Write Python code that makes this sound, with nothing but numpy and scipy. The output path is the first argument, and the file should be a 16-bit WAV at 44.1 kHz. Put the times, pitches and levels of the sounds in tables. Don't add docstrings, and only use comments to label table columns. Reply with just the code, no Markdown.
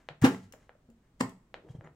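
import sys
import numpy as np
from scipy import signal
from scipy.fft import rfft, irfft
from scipy.io import wavfile

SR = 44100
rng = np.random.default_rng(int(sys.argv[2]) if len(sys.argv) > 2 else 0)


def master(y):
    cut = np.clip(np.atleast_2d(y).T, -1, 1)
    pcm = np.round(cut * 32767)
    wavfile.write(sys.argv[1], SR, pcm.astype(np.int16))


N = 85995
SEAT_LEFT_DB, CLICK_LEFT_DB, TICK_LEFT_DB = 0, 0.78, 2.5
LEAD_S = 0.0002


def amp(db):
    return 10 ** (np.asarray(db) / 20)


def read(points, hz):
    f, value = np.transpose(points)
    return np.interp(np.log(hz + 1), np.log(f + 1), value)


def colour(x, points, size=4096):
    hz = abs(np.fft.fftfreq(size, 1 / SR))
    log_gain = np.log(amp(read(points, hz)))
    taps = np.fft.ifft(np.exp(np.conj(signal.hilbert(log_gain)))).real
    return signal.oaconvolve(x, taps[:size // 2])[:N]


def brighten(x, treble_db):
    from_hz, to_hz = 1600, 4500
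    return colour(x, [(from_hz, 0), (to_hz, treble_db)], size=256)


def swell(peak_s, rise_s, fall_s):
    t = np.arange(N) / SR - peak_s
    exponent = np.where(t < 0, (t / rise_s) ** 2, t / fall_s)
    return np.exp(-np.minimum(exponent, 20))


def grind(envelope):
    spread_db = 3
    count = N // 5
    sizes = amp(spread_db * rng.standard_normal(count))
    slips = np.zeros(N)
    slips[rng.integers(0, N, count)] = rng.choice([-1, 1], count) * sizes
    slips *= envelope
    return slips / np.sqrt(np.sum(slips ** 2) + 1e-20)


def place(x, left_db, lead_s=0):
    i = np.arange(N)
    late = np.interp(i - lead_s * SR, i, x)
    return np.array([x * amp(left_db), late * amp(-left_db)])


def diffuse(pair):
    wide_hz = 600
    mid, side = rfft(pair)
    hz = np.fft.rfftfreq(pair.shape[1], 1 / SR)
    angle = np.pi / 4 * hz ** 2 / (hz ** 2 + wide_hz ** 2)
    common, difference = mid * np.cos(angle), side * np.sin(angle)
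    return irfft([common + difference, common - difference], pair.shape[1])


def floor():
    # f/Hz, level/dB
    floor_colour = [(20, -40), (48, -32), (70, -40), (120, -37.5), (260, -43), (400, -50), (600, -54),
                    (1200, -59), (2500, -65.5), (5000, -70.5), (8000, -70), (10500, -79), (15500, -77)]
    level_db = -9
    noises = rng.standard_normal((2, N))
    return amp(level_db) * diffuse(np.array([colour(noise, floor_colour) for noise in noises]))


def reflections(x, t60, wet, onset_s):
    noise = diffuse(rng.choice([-1., 1.], (2, SR)))
    hz, t, bands = signal.stft(noise, SR, nperseg=256)
    decay_s = read(t60, hz)[:, None] / np.log(1000)
    bands = bands * np.exp(-t / decay_s) * np.sqrt(2 / (decay_s * SR))
    tail = signal.istft(bands, SR, nperseg=256)[1]
    tail_t = np.arange(tail.shape[1]) / SR
    tail = tail * (1 - np.exp(-(tail_t / onset_s) ** 2))
    return signal.fftconvolve(colour(x, wet)[None], tail, axes=1)[:, :N]


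def pings():
    # t/s, level/dB, f/Hz, fall/s
    touches = [(1.695, -64.5, 3250, .006), (1.751, -69.5, 3200, 0.0088), (1.846, -67.5, 6880, 0.0086)]
    rise_s = 0.003
    t = np.arange(N) / SR
    rings = sum(amp(db) * swell(s, rise_s, fall_s) * np.sin(2 * np.pi * hz * (t - s))
                for s, db, hz, fall_s in touches)
    return place(rings, CLICK_LEFT_DB)


def brushes():
    # peak t/s, level/dB, rise/s, fall/s
    strokes = [(0.112, -13.5, 0.012, 0.016), (0.545, -13, .006, .02), (0.888, -20.5, .002, .02),
               (1.575, -12, .03, 0.04), (1.67, -9.5, 0.043, 0.049), (1.752, -12, 0.011, 0.011),
               (1.83, -10.5, .04, 0.064)]
    # f/Hz, level/dB
    brush_colour = [(40, -6), (150, 0.5), (300, 4.5), (500, -0.5), (750, -5), (1100, -18.5), (2500, -30),
                    (6000, -38.5), (15000, -53)]
    slips = sum(amp(db) * grind(swell(s, rise_s, fall_s)) for s, db, rise_s, fall_s in strokes)
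    return place(colour(slips, brush_colour), CLICK_LEFT_DB)


def rubs():
    # peak t/s, level/dB, rise/s, fall/s, treble/dB
    rustles = [(0.0, -25.5, .01, 0.055, 2), (0.221, -5, 0.0048, .01, -4), (0.239, 2, 0.012, .004, 0.5),
               (0.325, -20.5, .02, 0.05, 18.5), (0.347, -8.5, 0.0014, .003, -4),
               (0.44, -31.5, 0.014, .02, 16), (0.631, -26.5, 0.076, 0.041, 6.5),
               (1.06, -33.5, .04, .05, -1.5), (1.203, -26, 0.0059, .003, 17.5),
               (1.715, -29.5, 0.027, 0.016, 11.5), (1.758, -32.5, 0.015, 0.024, 7.5),
               (1.844, -16, 0.0034, .012, -14), (1.866, -17.5, 0.013, 0.011, -14.5)]
    # f/Hz, level/dB
    rub_colour = [(80, -15), (300, -2), (600, 0), (1300, -1.5), (2100, -3), (2800, -11), (4500, -19.5),
                  (7200, -18), (11000, -31.5), (15000, -37)]
    slips = sum(amp(db) * brighten(grind(swell(s, rise_s, fall_s)), treble_db)
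                for s, db, rise_s, fall_s, treble_db in rustles)
    return place(colour(slips, rub_colour), CLICK_LEFT_DB)


def ticks():
    # peak t/s, level/dB, fall/s
    scratches = [(0.2164, -4.5, .005), (0.2215, -1, .009), (0.5242, -9, 0.0034), (0.901, -28.5, 0.0029),
                 (1.2941, -15.5, 0.0032)]
    # f/Hz, level/dB
    tick_colour = [(200, -36.5), (1200, -22.5), (2500, -14), (5000, -20.5), (7200, -12), (9500, -22.5),
                   (15000, -22)]
    rise_s = 0.00022
    slips = sum(amp(db) * grind(swell(s, rise_s, fall_s)) for s, db, fall_s in scratches)
    return place(colour(slips, tick_colour), TICK_LEFT_DB, LEAD_S)


def clicks():
    # t/s, level/dB, treble/dB
    snaps = [(0.0882, -3.5, 0), (0.5371, -17, -12), (0.6937, -14.5, -14.5), (0.7515, -35, -18),
             (1.5423, -5, -1.5), (1.6877, -24.5, -20), (1.81, -17.5, -19), (1.8736, -17, -17.5)]
    # f/Hz, level/dB
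    click_colour = [(50, -26.5), (140, -13), (300, -9), (480, 3.5), (750, 3.5), (1100, -4), (2000, -1.5),
                    (4100, -10), (5000, -22), (8000, -29.5), (10500, -52), (15000, -60)]
    hits = sum(amp(db) * brighten(signal.unit_impulse(N, round(s * SR)), treble_db)
               for s, db, treble_db in snaps)
    return place(colour(hits, click_colour), CLICK_LEFT_DB)


def thumps():
    # peak t/s, level/dB, f/Hz, rise/s, fall/s
    flexes = [(0.112, -46.5, 144.5, 0.0093, 0.014), (0.2272, -19, 127, .005, 0.013),
              (0.2442, -4, 262.4, 0.0038, .005), (0.2475, -15.5, 429.5, .007, 0.0042),
              (0.45, -52, 99.7, 0.023, .035), (0.541, -49.5, 620, 0.0027, .008),
              (0.7535, -58, 600, 0.0013, 0.0071), (0.891, -50, 231.8, .004, 0.025),
              (1.2143, -27, 255.3, 0.0062, 0.012), (1.245, -39.5, 120, .02, .022),
              (1.650, -48.5, 400, .003, 0.0048), (1.706, -37, 129, 0.0069, 0.0074),
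              (1.752, -35.5, 150, 0.0028, 0.0036), (1.793, -39.5, 115, 0.0093, 0.0078),
              (1.858, -47, 152.7, 0.0095, 0.016)]
    t = np.arange(N) / SR
    swings = sum(amp(db) * swell(s, rise_s, fall_s) * np.cos(2 * np.pi * hz * (t - s))
                 for s, db, hz, rise_s, fall_s in flexes)
    return place(swings, SEAT_LEFT_DB, LEAD_S)


def seating():
    # peak t/s, level/dB, rise/s, fall/s
    pushes = [(0.2467, 1, .005, 0.018), (1.2108, -1, 0.0047, 0.0038)]
    # f/Hz, level/dB
    push_colours = [
        [(40, -3.5), (140, 23.5), (300, 22.5), (440, 25), (600, 20.5), (1150, 17), (2200, 11), (4500, 0.5),
         (7500, -1), (10000, -9.5), (15000, -10.5)],
        [(40, -16.5), (130, 18.5), (280, 18.5), (560, 8.5), (950, 16), (1300, 6), (2000, 4.5), (3500, -4.5),
         (4700, -2.5), (6600, -7), (7700, 1.5), (9500, -12.5), (15000, -18)],
    ]
    # f/Hz, level/dB, t60/s
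    modes = [(97, -15, .45), (139.85, -3, .38), (186.7, 4, 0.38), (236, 0.5, .2), (264, 0.5, 0.18),
             (323, -3, .25), (388.4, -4.5, 0.33), (444, -2, .24), (589, -9, 0.17), (659, -7.5, .25),
             (800, -10.5, .2), (879, -6, .2), (1124, -8.5, .22), (1332, -12, .24)]
    ring_levels = [-32, -42.5]
    apart = 0.41
    out = np.zeros((2, N))
    for (s, db, rise_s, fall_s), points, ring_db in zip(pushes, push_colours, ring_levels):
        envelope = swell(s, rise_s, fall_s)
        direct, *scattered = [amp(db) * colour(grind(envelope), points) for _ in range(3)]
        t = np.maximum(np.arange(N) / SR - s, 0)
        ring = sum(amp(mode_db - 60 * t / t60) * np.sin(2 * np.pi * hz * t)
                   for hz, mode_db, t60 in modes)
        ring *= amp(ring_db) * (1 - np.exp(-t / rise_s))
        out += place(np.sqrt(1 - apart) * direct + ring, SEAT_LEFT_DB, LEAD_S)
        out += np.sqrt(apart) * diffuse(np.array(scattered))
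    return out


def scene():
    # f/Hz, t60/s
    near_t60 = [(100, 0.146), (1000, 0.0067), (10000, 0.12)]
    room_t60 = [(60, .5), (140, .36), (300, 0.25), (1000, 0.24), (3000, .24), (8000, .27), (13000, .25)]
    late_t60 = [(100, 1.0), (1000, 0.79), (10000, 0.53)]
    # f/Hz, level/dB
    near_wet = [(100, -14), (300, -14), (700, -6), (2500, -8.5), (10000, -10.5)]
    room_wet = [(60, -10), (140, -6), (260, -9), (550, -5), (1200, -4), (3000, -6), (12000, -7.5)]
    late_wet = [(100, -23.5), (260, -34), (800, -26.5), (3000, -25.5), (12000, -25.5)]
    handling = pings() + brushes() + rubs() + ticks() + clicks() + thumps() + seating()
    source = handling[0]
    near = reflections(source, near_t60, near_wet, onset_s=0.00059)
    room = reflections(source, room_t60, room_wet, onset_s=0.0055)
    late = reflections(source, late_t60, late_wet, onset_s=0.037)
    return floor() + late + room + near + handling


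def record(dry):
    right_treble_db, edge_hz = -1.5, 15950
    pair = np.array([dry[0], brighten(dry[1], right_treble_db)])
    low_pass = signal.firwin(511, edge_hz, window=("kaiser", 9), fs=SR)
    return signal.oaconvolve(pair, low_pass[None], "same")


dry = scene()
out = record(dry)
master(out)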